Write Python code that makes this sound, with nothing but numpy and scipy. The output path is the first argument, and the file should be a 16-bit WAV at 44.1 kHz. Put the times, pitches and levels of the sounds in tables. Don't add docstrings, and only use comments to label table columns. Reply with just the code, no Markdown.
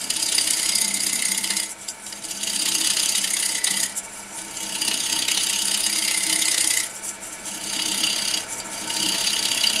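import sys
import numpy as np
from scipy import signal
from scipy.fft import rfft, irfft, next_fast_len
from scipy.io import wavfile
from scipy.ndimage import uniform_filter1d

SR = 44100
rng = np.random.default_rng(int(sys.argv[2]) if len(sys.argv) > 2 else 0)


def unload_wav(signal):
    wavfile.write(
        sys.argv[1],
        SR,
        np.round(np.clip(np.atleast_2d(signal).T, -1, 1) * 32767).astype(np.int16),
    )


N = 432180
TIME = np.arange(N) / SR
GRID = next_fast_len(N + SR // 2, True)
HZ = np.fft.rfftfreq(GRID, 1 / SR)
TURNS_PER_S, RELEASE_S, TOP_HZ = 16.15, 0.11, 15750

# f/Hz, level/dB
MOTOR_TONES = [(32.3, -64), (100, -64.5), (199.5, -57)]
# f/Hz, level/dB
WHIRR_SPECTRUM = [(15, -14), (33, -8), (55, -13), (75, -23), (125, -2.5), (175, -22), (250, -8), (370, -7),
                  (800, -3.5), (1150, -9.5), (1450, -11), (2300, -6.5), (3200, -13.5), (6000, -14),
                  (12000, -41)]
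SHEAR_SPECTRUM = [(1500, -24.5), (3000, -16.5), (5000, -4), (5600, -6), (6500, -3), (7200, -1),
                  (8400, -0.5), (9200, 2), (10200, 0.5), (10900, -9.5), (11400, -8.5), (12800, -16),
                  (13700, -24), (15700, -33)]
RASP_SPECTRUM = [(150, -52), (400, -13), (700, -14), (1100, -12), (1600, -13), (1900, -3), (2400, -6),
                 (2900, 1), (3450, -0.5), (3700, 2.5), (4100, 0.5), (5000, -4.5), (6500, -10), (10000, -52)]
SKIM_SPECTRUM = [(1500, -25), (4500, -33), (5800, -1), (6700, -7.5), (7400, 6), (8200, -2), (9000, 2),
                 (10100, 1.5), (11500, -9.5), (13000, -14), (14500, -37)]
# f/Hz, bandwidth/Hz, level/dB
HOUSING_MODES = [(200, 26, -8), (330, 16, -27), (427, 10, -6.5), (641, 61, -8), (680.5, 17, -4),
                 (850, 15, -8.5), (908.5, 15, 2), (1343, 45, -5.5), (1509, 24, -3.5), (1706, 21, -4),
                 (2283, 49, -3.5)]
REST_MODES = [(1423, 200, -16.5), (1914, 190, -11), (2836, 185, 2), (2986, 91, 5.5), (3184, 200, -1),
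              (3390, 100, -2.5), (4130, 54, -22)]
# f/Hz, bandwidth/Hz, level/dB
WING_EDGE_MODES = [(6470, 190, -5), (6920, 260, -5), (8990, 280, -4.5), (9440, 170, 3.5), (10820, 340, -6),
                   (11830, 220, -9.5), (13100, 300, -21)]
TIP_EDGE_MODES = [(6410, 310, 6.5), (7370, 210, -2), (9220, 240, 0), (10720, 250, 1.5), (11900, 220, -3)]
WING_SHAFT_MODES = [(4600, 140, -1), (4775, 154, 5), (4990, 190, 2)]
TIP_SHAFT_MODES = [(4714, 56, 0)]
WING_BLANK_MODES = [(198.3, 9, -0.5), (268, 20, -11.5), (320.5, 16, -4.5), (340, 11, -15),
                    (652.6, 8.4, -10.5), (892, 12, -8)]
TIP_BLANK_MODES = [(132, 35, -14), (205, 16.7, -1.5), (256.6, 16, -6), (316, 8.1, 5), (653, 19, -10),
                   (919, 27, -6.5)]
# start/s, end/s
CUT_TIMES = [(-0.6, 1.605), (2.05, 3.84), (4.33, 6.79), (7.42, 8.36), (8.72, 9.8)]
# attack/s, then entry and exit values of hiss/dB, ring/dB, lean/dB
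CUT_COURSES = [(1.07, -20, -26, 0, -6, -10, 4.5), (0.61, -23.8, -24.6, -4, -5.5, 7.5, -4),
               (0.54, -27.5, -22, -4.5, -7, -6, 0.5), (0.45, -24.5, -29, -2.5, -2, 4, -2),
               (0.31, -25.5, -27, 0, -4, -3.5, -2)]
# t/s, share (0 broad wing, 1 narrow tip)
TIP_SHARE = [(0.3, 0.3), (1.0, 0.04), (1.6, 0.06), (2.3, 0.55), (3, 0.5), (3.4, 0.18), (3.9, 0.2),
             (4.6, 0.55), (5.2, 0.88), (5.7, 0.45), (6.1, 0.2), (6.8, 0.08), (7.5, 0.8), (9.8, 0.95)]
# t/s, lag/turns
GRAIN_LAG = [(0, 0.25), (0.45, 0.19), (1.2, 0.27), (1.6, 0.36), (2.4, 0.37), (3.0, 0.43), (3.5, 0.38),
             (3.8, 0.42), (4.7, 0.35), (5.3, 0.37), (6.1, 0.24), (6.5, 0.25), (6.85, 0.42), (7.8, 0.38),
             (8.35, 0.25), (8.95, 0.38), (9.5, 0.23), (9.8, 0.17)]
# t/s, gap/turns
GRAIN_SPACING = [(0.3, 0.45), (1.6, 0.49), (2.4, 0.58), (3.3, 0.53), (4.8, 0.47), (6.8, 0.48), (7.8, 0.57),
                 (8.95, 0.45), (9.8, 0.48)]
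# t/s, level/dB
DRUM_LEVELS = [(0.0, -48), (0.02, -44), (1.09, -40.5), (1.63, -45.5), (1.72, -54.5), (2.7, -39.5),
               (3.66, -50.5), (3.71, -38), (4.04, -55), (4.5, -46.5), (4.91, -37.5), (4.99, -46),
               (5.16, -36.5), (5.24, -45.5), (6.25, -44.5), (6.3, -37.5), (6.55, -47), (6.58, -41.5),
               (6.88, -53.5), (7.91, -38), (8.49, -48), (9.06, -36), (9.36, -43.5), (9.8, -39)]
# f/Hz, T60/s
ROOM_DECAY = [(150, 0.1), (1500, 0.22), (4000, 0.086), (8000, 0.086), (14000, 0.018)]
# t/s, half-length/s, loss/dB
EDGE_SLIPS = [(0.07, 0.029, 2.5), (0.896, 0.051, 4), (3.612, 0.03, 10), (5.248, 0.026, 7.5)]
# t/s, hiss/dB, rasp/dB, ring/dB
EDGE_CATCHES = [(0.104, -6.5, -18.5, -14.5), (0.2633, -9, -35, -24), (0.3237, -9, -25, -23),
                (0.382, -8, -18, -12), (0.5077, -3, -25, -30), (0.6918, -4.5, -29, -21),
                (0.7537, -5, -28, -16), (0.816, -5, -30, -25), (0.847, -5.5, -23.5, -18),
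                (0.9428, -6.5, -34, -31), (1.1293, -5, -26, -28), (1.2526, -9, -35, -29),
                (1.3798, -7, -32, -35), (1.504, -6, -22, -24), (1.5688, -7, -30, -26),
                (1.5986, -10, -22, -21), (1.8856, -16, -33, -28), (2.0652, -23, -35, -39),
                (2.1251, -20, -34.5, -32), (2.2408, -23, -35, -35), (2.3092, -18, -32, -28),
                (2.4319, -14, -26, -32), (2.4743, -13, -23, -31), (2.593, -12, -28, -25),
                (2.9023, -8, -17, -22), (3.0919, -9, -31, -28), (3.15, -11, -22, -23),
                (3.3358, -10, -32, -29), (3.6436, -3, -29, -25), (3.6716, -8, -19, -25),
                (3.8357, -8.5, -28, -36), (4.8803, -8, -17, -25), (4.9137, -13, -19, -33),
                (5.2829, -8.5, -15.5, -27), (5.3744, -9, -19.5, -35), (5.7423, -12, -19, -30),
                (6.0791, -8, -21, -18), (6.3285, -3.5, -22, -17), (6.5799, -4, -22, -35),
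                (6.7075, -7.5, -25, -24), (6.8024, -8, -28, -30), (7.7948, -24, -18, -33),
                (8.0352, -15, -16, -23), (8.279, -15, -23.5, -18.5), (8.3404, -14, -22.5, -16),
                (8.6014, -21, -33, -26), (8.9024, -20, -24, -30), (9.09, -10.5, -19, -26),
                (9.638, -12, -14, -21), (9.6704, -14, -21, -15), (9.6994, -10, -17.5, -29),
                (9.761, -13, -19, -30)]
# start/s, initial level/dB, nominal initial f/Hz, sag/(Hz/s)
LONG_SHAVINGS = [(0.38, -38, 2163, 80), (3.02, -38.5, 2170, 240.4), (5.881, -35, 2134, 100)]


def amp(db):
    return 10 ** (np.asarray(db) / 20)


def unit(x):
    return x / np.sqrt(np.mean(x ** 2) + 1e-20)


def blend(a, b, share):
    return a + (b - a) * share


def along(points, hz):
    f, values = np.transpose(points)
    return np.interp(np.log(hz + 1), np.log(f + 1), values)


def curve(points):
    return np.interp(TIME, *np.transpose(points))


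def wobble(rate):
    knots = rng.standard_normal(next_fast_len(int(N * rate / SR) + 4, True))
    fine = signal.resample(knots, 8 * len(knots))
    return np.interp(TIME * 8 * rate, np.arange(len(fine)), fine)


def crackle(spiky_db):
    return unit(rng.standard_normal(N) * amp(spiky_db * wobble(1100)))


def filtered(x, response):
    return irfft(rfft(x, GRID) * response / np.sqrt(np.mean(np.abs(response) ** 2)), GRID)[:N]


def colour(points):
    return amp(along(points, HZ))


def modes(rows):
    return sum((-1) ** k * amp(db) * 1j * HZ * width / (centre ** 2 - HZ ** 2 + 1j * HZ * width)
               for k, (centre, width, db) in enumerate(rows))


def drive():
    hum = 0
    for hz, db in MOTOR_TONES:
        peak = np.sqrt(2) * amp(db + 0.61 * wobble(4))
        hum += peak * np.sin(2 * np.pi * hz * TIME + 0.82 * wobble(3.5))
    whirr = filtered(crackle(spiky_db=0.5), colour(WHIRR_SPECTRUM))
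    housing = filtered(crackle(spiky_db=1.5), modes(HOUSING_MODES))
    swell_db = curve([(0, 0.5), (2, -3), (4.3, 0), (7.2, 0), (8.6, 4), (9.8, 3.5)])
    return amp(swell_db) * (hum + amp(-43.5) * (whirr + housing))


def gate(start, end, attack_s):
    return np.clip((TIME - start) / attack_s, 0, 1) * np.clip(1 - (TIME - end) / RELEASE_S, 0, 1)


def feed():
    attacks, *settings = np.transpose(CUT_COURSES)
    depth = np.max([gate(*span, attack) for span, attack in zip(CUT_TIMES, attacks)], axis=0)
    cut_db, ring_db, lean_db = [np.interp(TIME, np.ravel(CUT_TIMES), np.column_stack(entry_exit).ravel())
                                for entry_exit in zip(settings[::2], settings[1::2])]
    swing_db = 3.3 * np.cos(2 * np.pi * 4.808 * (TIME - 1.885))
    skim_db = -41 + 0.56 * TIME + swing_db
    slip_db = sum(db * np.exp(-((TIME - s) / half) ** 2) for s, half, db in EDGE_SLIPS)
    return depth, blend(skim_db, cut_db, depth) - slip_db, ring_db, lean_db


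def end_grain(lag_turns, width_s=0.0032, shoulder_s=0.013, scatter_db=0.75, jitter_s=0.0007):
    turns = TIME * TURNS_PER_S - lag_turns
    index = np.round(turns).astype(int)
    timing, strength = rng.standard_normal((256, 2))[index].T
    away_s = (turns - index) / TURNS_PER_S + jitter_s * timing
    pulse = np.exp(-(away_s / width_s) ** 2) + 0.59 * np.exp(-(away_s / shoulder_s) ** 2)
    return amp(scatter_db * strength) * pulse


def cutting_force(lean_db, side_grain=0.23):
    lag = curve(GRAIN_LAG)
    first = amp(lean_db / 2) * end_grain(lag)
    second = amp(-lean_db / 2) * end_grain(lag + curve(GRAIN_SPACING))
    force = (side_grain + first + second) * amp(0.96 * wobble(150))
    running_rms = np.sqrt(np.abs(uniform_filter1d(force ** 2, size=SR // 8)))
    return force / running_rms


def tearing(strength, response, spiky_db, stray_db):
    return filtered(strength * unit(crackle(spiky_db) * amp(stray_db * wobble(45))), response)


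def shear_hiss(peel, tip_share):
    broad = tearing(peel, colour(SHEAR_SPECTRUM), spiky_db=2.5, stray_db=-0.43)
    wing = tearing(peel * np.sqrt(1 - tip_share), modes(WING_EDGE_MODES), spiky_db=3.5, stray_db=3.5)
    tip = tearing(peel * np.sqrt(tip_share), modes(TIP_EDGE_MODES), spiky_db=0.5, stray_db=0.5)
    return amp(-3) * broad + amp(-4.5) * (wing + tip)


def scrape_rasp(scrape, tip_share):
    broad = tearing(scrape * (1 - 0.3 * tip_share), colour(RASP_SPECTRUM), spiky_db=1.5, stray_db=2.25)
    rest = tearing(scrape * np.sqrt(tip_share), modes(REST_MODES), spiky_db=1.5, stray_db=1.5)
    return amp(-1) * broad + amp(-2.5) * rest


def shaft_ring(bend, tip_share):
    wing_gain = np.sqrt(1 - tip_share ** 2)
    wing = tearing(bend * wing_gain, modes(WING_SHAFT_MODES), spiky_db=4.5, stray_db=2.0)
    tip = tearing(bend * tip_share, modes(TIP_SHAFT_MODES), spiky_db=3.0, stray_db=1.5)
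    return amp(-3.5) * wing + amp(-0.5) * tip


def blank_drum(force, depth, tip_share):
    press = amp(curve(DRUM_LEVELS)) * blend(0.75, 1.07, np.sqrt(depth)) * np.sqrt(force)
    wing = filtered(press * np.sqrt(1 - tip_share ** 2) * crackle(spiky_db=1), modes(WING_BLANK_MODES))
    tip = filtered(press * tip_share * crackle(spiky_db=0.5), modes(TIP_BLANK_MODES))
    return amp(0.4) * wing + amp(1) * tip


def chipped(x, patchy_db):
    spectra = signal.stft(x, nperseg=256)[2]
    patches = rng.standard_normal(spectra.shape)
    for _ in range(2):
        patches = uniform_filter1d(uniform_filter1d(patches, size=2, axis=0), size=4, axis=1)
    return signal.istft(spectra * unit(amp(patchy_db * unit(patches))), nperseg=256)[1][:N]


def workshop(x, tail_db):
    wet, hop = np.zeros(N + 2 * SR), SR // 4
    x = np.pad(x, (hop, 2 * hop))
    for start in range(0, N + hop, hop):
        hz, t, noise = signal.stft(rng.standard_normal(SR // 3), SR, nperseg=256)
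        decay = amp(-60 * t / along(ROOM_DECAY, hz)[:, None])
        tail = signal.istft(noise * decay, SR, nperseg=256)[1]
        piece = x[start:start + 2 * hop] * np.sqrt(np.hanning(2 * hop))
        echo = signal.fftconvolve(piece, tail / np.linalg.norm(tail))
        wet[start + SR // 250:][:len(echo)] += echo
    return amp(tail_db) * wet[hop:hop + N]


def caught(strength, peaks_db, rise_s, fall_s, peak_delay_s=0.0021):
    margin = SR // 20
    padded, t = np.pad(strength, margin), np.arange(-margin, margin) / SR
    grab = np.exp(-(t / np.where(t < 0, rise_s, fall_s)) ** 2)
    for (s, *_), db in zip(EDGE_CATCHES, peaks_db):
        part = padded[round((s + peak_delay_s) * SR):][:len(t)]
        part += grab * (amp(db) - part)
    return padded[margin:-margin]


def singing(force, growth_db_per_s=3):
    level, pitch = np.zeros(N), np.zeros(N)
    for (start, db, hz, sag), (_, end) in zip(LONG_SHAVINGS, CUT_TIMES):
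        age = np.clip(TIME - start, 0, end - start)
        level += gate(start, end, attack_s=0.086) * amp(db + growth_db_per_s * age)
        pitch = np.where(TIME >= start, hz - sag * age, pitch)
    band = filtered(level * force ** 1.28 * crackle(spiky_db=1.5), modes([(2080, 185, 0)]) ** 2)
    shift_cycles = np.cumsum(pitch - 2100) / SR
    return np.real(signal.hilbert(band, GRID)[:N] * np.exp(2j * np.pi * shift_cycles))


def skim_hiss(graze):
    return amp(0.5) * tearing(graze, colour(SKIM_SPECTRUM), spiky_db=1.3, stray_db=2.5)


def gouge():
    depth, hiss_db, cut_ring_db, lean_db = feed()
    _, catch_hiss_db, catch_rasp_db, catch_ring_db = np.transpose(EDGE_CATCHES)
    tip_share = curve(TIP_SHARE)
    bite = blend(0.08, 0.99, np.sqrt(depth))
    rasp_db = blend(-15, blend(-7, 0.1, tip_share), bite)
    ring_db = blend(-18, cut_ring_db, bite) + 1.3 * wobble(8)
    force = bite * cutting_force(lean_db) + (1 - bite) * amp(3.15 * wobble(35))
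    tear = caught(amp(hiss_db) * force, catch_hiss_db - 9, rise_s=0.0034, fall_s=0.0022)
    scrape = caught(amp(rasp_db + hiss_db) * force, catch_rasp_db + 0.6, rise_s=0.0053, fall_s=0.0042)
    bend = caught(amp(ring_db + hiss_db) * force, catch_ring_db + 1.6, rise_s=0.0044, fall_s=0.0026)
    hiss = shear_hiss(tear * np.sqrt(bite), tip_share) + skim_hiss(tear * np.sqrt(1 - bite))
    rasp = scrape_rasp(scrape, tip_share)
    ring = shaft_ring(bend, tip_share)
    drum = blank_drum(force, depth, tip_share)
    return chipped(hiss + rasp, patchy_db=2.5) + ring + drum + amp(-1.5) * singing(force)


def scene():
    cut = gouge()
    return (amp(-0.5) * (cut + workshop(cut, tail_db=-8)) + drive())[None]


def record(dry):
    return irfft(rfft(dry, GRID) * (HZ < TOP_HZ), GRID)[:, :N]


dry = scene()
out = record(dry)
unload_wav(out)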